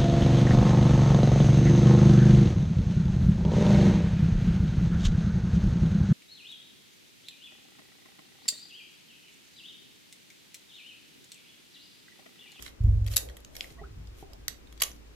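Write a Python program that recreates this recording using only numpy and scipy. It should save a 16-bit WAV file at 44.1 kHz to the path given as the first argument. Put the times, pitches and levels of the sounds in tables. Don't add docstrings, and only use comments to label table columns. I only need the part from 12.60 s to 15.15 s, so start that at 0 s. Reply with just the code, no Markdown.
import sys
import numpy as np
from scipy import signal
from scipy.fft import rfft
from scipy.io import wavfile

SR = 44100
rng = np.random.default_rng(int(sys.argv[2]) if len(sys.argv) > 2 else 0)


def to_wav(sig):
    pcm = np.clip(np.atleast_2d(sig), -1, 1) * 32767
    pcm = np.round(pcm).astype(np.int16)
    wavfile.write(sys.argv[1], SR, pcm.T)


N = 112454
T = np.arange(N) / SR


def from_db(db):
    return 10 ** (np.asarray(db) / 20)


def pan(db):
    return from_db(np.array([[0.5], [-0.5]]) * db)


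def decay(age, t60):
    return from_db(-60 * np.maximum(age, 0) / t60)


def swell(s, rise, fall):
    width = np.where(T < s, rise, fall)
    return np.exp(-((T - s) / width) ** 2 / 2)


def rms_one(x):
    return x / np.sqrt(np.mean(x ** 2) + 1e-20)


def cut(x, hz, kind="low", order=2):
    return signal.sosfilt(signal.butter(order, hz, kind, fs=SR, output="sos"), x + 1e-18)


def stereo_noise(likeness, size=N):
    mid, side = rng.standard_normal((2, size))
    alike = np.clip(likeness, -1, 1)
    opposed = side * [[1], [-1]]
    return (np.sqrt(1 + alike) * mid + np.sqrt(1 - alike) * opposed) / np.sqrt(2)


def coloured(x, spectrum):
    hz, db = np.transpose(spectrum)
    f = np.maximum(np.fft.rfftfreq(x.shape[-1], 1 / SR), 1)
    gain = from_db(np.interp(np.log(f), np.log(hz), db))
    return rms_one(np.fft.irfft(rfft(x) * gain, x.shape[-1]))


def resonate(x, modes):
    out = 0
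    for k, (hz, width, db) in enumerate(modes):
        r = np.exp(-np.pi * width / SR)
        poles = [1, -2 * r * np.cos(2 * np.pi * hz / SR), r * r]
        gain = (-1) ** k * from_db(db) * (1 - r * r) / 2
        out = out + gain * signal.lfilter([1, 0, -1], poles, x + 1e-18)
    return out


def soft_blows(blows, modes):
    force = 0
    for s, db, length in blows:
        push = np.sin(np.pi * np.clip((T - s) / length, 0, 1)) ** 2
        force = force + from_db(db) * push / (push.sum() + 1e-9)
    ringing = sum(from_db(db) * decay(T, t60) * np.sin(2 * np.pi * hz * T) for hz, db, t60 in modes)
    return signal.fftconvolve(force, ringing)[:N]


# (frequency [Hz], relative level [dB])
RUMBLE_SPECTRUM = [(15, -11), (28, -6.5), (42, -21), (55, 7), (72, -12), (100, -14.5), (140, -14.5),
                   (200, -24), (400, -26.5), (1000, -65.5)]
# (frequency [Hz], relative level [dB])
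HISS_SPECTRUM = [(100, -11), (280, 2.5), (420, -2), (600, -8.5), (1000, -11.5), (2500, -13.5),
                 (6800, -20.5), (8500, -24.5), (12500, -29), (16000, -25.5)]
ROOM_RUMBLE_DB, ROOM_HISS_DB = -52, -56.5
HUM_HZ, HUM_DB = 54.2, -61


def background():
    hum = from_db(HUM_DB) * np.sqrt(2) * np.sin(2 * np.pi * HUM_HZ * T)
    rumble = from_db(ROOM_RUMBLE_DB) * coloured(stereo_noise(0.82), RUMBLE_SPECTRUM)
    hiss = from_db(ROOM_HISS_DB) * coloured(stereo_noise(-0.23), HISS_SPECTRUM)
    return hum + rumble + hiss * pan(1.8)


# (frequency [Hz], relative level [dB])
ECHO_SPECTRUM = [(100, -8.5), (500, 12.5), (1000, 6.5), (2200, 2.5), (6000, -3.5), (11000, -3), (16000, -3)]
ECHO_DB, ECHO_BUILD_S, ECHO_SPLIT_HZ = -11, 0.0017, 5500
ECHO_T60_S, ECHO_TREBLE_T60_S = 0.21, 0.24


def room(x, size=22050):
    t = T[:size]
    noise = coloured(stereo_noise(-0.079, size=size), ECHO_SPECTRUM)
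    lower = cut(noise, ECHO_SPLIT_HZ) * decay(t, ECHO_T60_S)
    treble = cut(noise, ECHO_SPLIT_HZ, "high") * decay(t, ECHO_TREBLE_T60_S)
    tail = (lower - treble) * (1 - np.exp(-t / ECHO_BUILD_S))
    impulse_response = rms_one(tail) / np.sqrt(size)
    return from_db(ECHO_DB) * signal.fftconvolve(x, impulse_response, axes=1)[:, :N]


# (time of peak [s], level [dB], rise [s], fall [s], centre frequency [Hz])
SOFT_SWELLS = [(0.271, -41.5, 0.014, 0.026, 205), (.28, -54.5, 0.033, 0.066, 512),
               (.44, -57.5, .06, 0.089, 203), (0.659, -50.5, 0.15, 0.085, 499),
               (.68, -42.5, 0.043, 0.044, 53.3), (1.04, -56, 0.11, 0.043, 564),
               (1.15, -48.5, .07, 0.13, 55.6), (1.401, -53.5, 0.032, 0.036, 152),
               (1.73, -58, 0.028, 0.031, 625), (1.81, -47.5, 0.064, 0.034, 53.8),
               (2.359, -59.5, 0.06, 0.053, 230)]
SWELL_WIDTH = 0.49
SWELL_APART_HZ = 380


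def rustles_and_bass_swells():
    out = 0
    for s, db, rise, fall, hz in SOFT_SWELLS:
        band = [(hz, SWELL_WIDTH * hz, 0)]
        noise = stereo_noise(max(1 - (hz / SWELL_APART_HZ) ** 2, -0.35))
        band_noise = rms_one(resonate(resonate(noise, band), band))
        out = out + from_db(db) * swell(s, rise, fall) * band_noise
    return out


# (time [s], drive level [dB], contact [s])
DULL_PUSHES = [(.203, -21.5, 0.0076), (.2385, -13.5, 0.0095), (.385, -23, .012)]
# (time [s], drive level [dB], contact [s])
HAND_BUMPS = [(1.305, -44, 0.0052), (1.365, -36.5, 0.0085), (1.408, -41.5, 0.0067), (1.475, -35.5, 0.013)]
# (frequency [Hz], level [dB], t60 before added damping [s])
DEEP_MODES = [(39.7, -4, 0.58), (57.66, -3, 1.24), (80.26, -5, 0.77), (103.35, 3, 0.86),
              (137.6, -12.5, 0.58), (215, -24, .45)]
# (frequency [Hz], relative level [dB])
THUMP_RUMBLE = [(20, -28), (38, -5), (60, -0.5), (110, 4), (150, -17.5), (230, -26.5), (400, -31),
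                (800, -47.5), (2000, -63.5)]
RUMBLE_AT_S, RUMBLE_RISE_S, RUMBLE_HOLD_S = 0.21, 0.021, 0.13
RUMBLE_T60_S, RUMBLE_DB = 1, -30.5
DAMPED_AT_S, DAMPING_T60_S = 0.52, 0.57
BUMP_RING_SHARE = 0.46
THUMP_LOW_EDGE_HZ = 34


def thump():
    age = T - RUMBLE_AT_S
    envelope = np.clip(age / RUMBLE_RISE_S, 0, 1) * decay(age - RUMBLE_HOLD_S, RUMBLE_T60_S)
    rumble = from_db(RUMBLE_DB) * envelope * coloured(stereo_noise(0.78), THUMP_RUMBLE)
    boom = soft_blows(DULL_PUSHES, DEEP_MODES) + rumble
    damped_boom = boom * decay(T - DAMPED_AT_S, DAMPING_T60_S)
    short_modes = [(hz, db, t60 * BUMP_RING_SHARE) for hz, db, t60 in DEEP_MODES]
    return damped_boom + soft_blows(HAND_BUMPS, short_modes)


# (time [s], drive level [dB], contact [s])
GRIP_KNOCKS = [(1.110, -44, 0.0017), (1.2145, -36.5, 0.0014), (1.2195, -40.5, .001), (1.6265, -37, .001),
               (1.628, -48, 0.0039)]
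# (frequency [Hz], level [dB], t60 [s])
HOLLOW_MODES = [(160, -7.5, 0.073), (405, -1, 0.052), (647, -12.5, 0.019), (768, 0, 0.04)]


def knocks():
    return soft_blows(GRIP_KNOCKS, HOLLOW_MODES)


# (time of peak [s], level [dB], frequency [Hz], 1/e half-length [s])
FINGER_SQUEAKS = [(1.192, -59, 1090, 0.017), (1.196, -54.5, 1923, 0.01), (1.200, -56, 680, 0.017),
                  (1.241, -47, 1372, 0.0049), (1.254, -58, 1500, 0.0092)]
SQUEAK_WOBBLE, SQUEAK_WOBBLE_HZ = 0.0428, 120.6


def squeaks():
    out = 0
    for s, db, hz, length in FINGER_SQUEAKS:
        wobble = 1 + SQUEAK_WOBBLE * rms_one(cut(rng.standard_normal(N), SQUEAK_WOBBLE_HZ))
        tone = np.sqrt(2) * np.sin(2 * np.pi * np.cumsum(hz * wobble) / SR)
        out = out + from_db(db) * np.exp(-((T - s) / length) ** 2) * tone
    return out


# (frequency [Hz], width [Hz], level [dB])
METAL_MODES = [(3020, 430, -11), (3505, 500, -1.5), (3960, 300, 1), (4440, 120, 4.5), (5600, 520, -3),
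               (6094, 100, 2.5), (6810, 160, 0.5), (7800, 170, 6.5), (11270, 1000, -3), (11260, 320, 4.5),
               (11850, 300, 8), (11930, 350, -7), (12940, 400, 1), (14900, 170, 5)]
# (frequency [Hz], width [Hz], level [dB])
ROD_AND_SPRING_MODES = [(3812, 66, -7), (5670, 27, -13), (5880, 16, -2.5), (5750, 15, -5.5), (6920, 26, 0),
                        (10430, 28, 3), (11060, 29, 10.5), (12180, 43, -2), (13430, 41.5, -9.5)]
# (frequency [Hz], width [Hz], level [dB])
PLASTIC_MODES = [(602, 130, -5), (1109, 200, -2.5), (1793, 270, 4), (1990, 300, 5.5), (3330, 347, 6)]
CRACK_DB, CRACK_LOW_HZ = -11, 2300


def clamp(on_metal, on_plastic):
    crack = from_db(CRACK_DB) * cut(on_metal, CRACK_LOW_HZ, "high")
    metal = resonate(on_metal, METAL_MODES)
    rods = resonate(on_metal, ROD_AND_SPRING_MODES)
    return crack + metal + rods + resonate(on_plastic, PLASTIC_MODES)


# (time of peak [s], drive level [dB], rise [s], fall [s], treble edge [Hz])
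THREAD_RUBS = [(.055, -45.5, 0.039, 0.03, 9300), (0.53, -40.5, 0.018, 0.016, 14100),
               (1.021, -50, 0.052, 0.038, 13000), (1.10, -54.5, .03, 0.036, 10400),
               (1.611, -54, 0.034, 0.016, 12000), (2.281, -67.5, 0.025, 0.017, 11600)]
RUB_SLIPS_PER_S = 5000
RUB_HISS_DB, RUB_RING_DB, RUB_BODY_DB, RUB_PAN_DB = -3.5, -5, 2.5, -2


def rubs():
    force = 0
    for s, db, rise, fall, edge_hz in THREAD_RUBS:
        slips = stereo_noise(0) * (rng.random(N) < RUB_SLIPS_PER_S / SR)
        force = force + from_db(db) * swell(s, rise, fall) * cut(rms_one(slips), edge_hz)
    hiss = from_db(RUB_HISS_DB) * cut(force, CRACK_LOW_HZ, "high", order=1)
    ring = from_db(RUB_RING_DB) * clamp(force, force * from_db(RUB_BODY_DB))
    return (hiss + ring) * pan(RUB_PAN_DB)


# (time [s], drive level before CONTACT_DB [dB], 1/e decay [ms],
# treble edge [Hz], plastic body [dB], left minus right [dB], ring of the touched spot [Hz])
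CONTACTS = [(0.024, -35, 1.4, 15000, -3, -5.5, 6330), (.063, -30, 1.43, 4500, 0.5, -5.5, 2170),
            (0.079, -40, 1.3, 4900, -2, 7, 3940), (.237, -53.5, 1.05, 11950, -7, 3, 7100),
            (0.445, -56.5, 3.5, 9000, -2.5, -8, 6240), (0.464, -41, 4.3, 10200, 3, 3, 11300),
            (0.4754, -42, 6, 10700, -0.5, 3, 4620), (.483, -41.5, 0.89, 10800, 5, 6, 6360),
            (0.537, -40, 3.1, 7000, 0, -12.5, 4400), (0.5611, -28, 8, 14600, -8, 11.5, 10860),
            (0.5662, -15, 3.2, 16000, -10.5, -0.5, 11320), (0.5675, -17, 1.5, 6920, -20, 1.5, 5030),
            (.577, -24.5, 2.04, 13000, -5.5, -8, 6600), (.6875, -50, 1.6, 9000, 11.5, -2, 3640),
            (.696, -46.5, 5.1, 7070, -1.5, 2, 1700), (.768, -45, 2.9, 11800, 2.5, -1, 11300),
            (.8035, -54, 1.8, 10800, -19, 0, 11500), (0.8476, -40.5, 1.73, 9800, -7.5, -2, 6270),
            (0.9523, -41, 4.2, 9600, -14, 1.5, 2150), (.9658, -35, 1.9, 12900, -0.5, 1, 5510),
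            (1.008, -21.5, .6, 3760, -2.5, 5, 3200), (1.0083, -26, 1.14, 4970, -7, -3.5, 4980),
            (1.043, -36.5, 1.6, 4500, -18, 1, 2072), (1.102, -48, 3.9, 4500, -8, 9.5, 2100),
            (1.4725, -47, 1.6, 6500, -11, 1, 5030), (1.7205, -65, 1.2, 9000, -2.5, 4.5, 5500),
            (1.733, -48, 1.94, 11000, -0.5, -8, 5200), (1.8811, -20, 1.18, 11700, -5, -5, 6050),
            (2.072, -52, 2.1, 5000, -14, -8.5, 3660), (2.125, -47.5, 2, 11000, 5, -1, 6320),
            (2.1617, -73, 1.8, 9000, 4, 8, 6000), (2.176, -53, 2.6, 7900, 3, 13, 4540),
            (2.200, -37, 4.3, 7000, -10, -7, 4650), (2.2066, -42.5, 4.4, 10200, 2.5, 18, 6700),
            (2.2188, -21.5, 3.2, 14800, -0.5, -10, 10570), (2.2215, -17, 2.1, 14700, -1.5, 6, 11320),
            (2.2343, -19.5, 1.46, 10000, -9, 3, 6140), (2.237, -23, 1.12, 11030, -0.5, -6, 6770),
            (2.3155, -44, 2.2, 7000, -1, 2, 6000), (2.3632, -54, 1.5, 9100, -4, 5, 5500)]
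CONTACT_DB = 5.5
CLICK_GRAIN_DB, CLICK_LIKENESS = 1, 0.22
SPOT_WIDTH_HZ, SPOT_DB = 307, 10.5
SCATTER_DB = -5.5


def clicks(size=2048):
    metal, plastic, spots = np.zeros((3, 2, N + size))
    for s, db, decay_ms, edge_hz, body_db, pan_db, spot_hz in CONTACTS:
        grains = from_db(CLICK_GRAIN_DB * rng.standard_normal(size))
        envelope = np.exp(-T[:size] * 1000 / decay_ms)
        burst = stereo_noise(CLICK_LIKENESS, size=size) * grains * envelope
        burst = burst * np.sqrt(np.sum(envelope ** 2) / np.sum(burst ** 2, axis=1, keepdims=True))
        burst = cut(burst, edge_hz) * from_db(db + CONTACT_DB) * pan(pan_db)
        start = int(s * SR)
        span = slice(start, start + size)
        metal[:, span] += burst
        plastic[:, span] += burst * from_db(body_db)
        spots[:, span] += resonate(burst, [(spot_hz, SPOT_WIDTH_HZ, SPOT_DB)])
    metal, plastic, spots = metal[:, :N], plastic[:, :N], spots[:, :N]
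    scatter = from_db(SCATTER_DB) * room(cut(metal, CRACK_LOW_HZ, "high", order=1))
    return spots + clamp(metal, plastic) + scatter


def scene():
    handling = clicks() + rubs() + squeaks() + knocks()
    echo = room(handling) * pan(-2)
    boom = cut(thump(), THUMP_LOW_EDGE_HZ, "high", order=4) * from_db([[-0.55], [0.45]])
    return background() + rustles_and_bass_swells() + boom + handling + echo


def record(dry):
    return signal.sosfilt(signal.ellip(10, 0.3, 80, 15500, fs=SR, output="sos"), dry)


dry = scene()
out = record(dry)
to_wav(out)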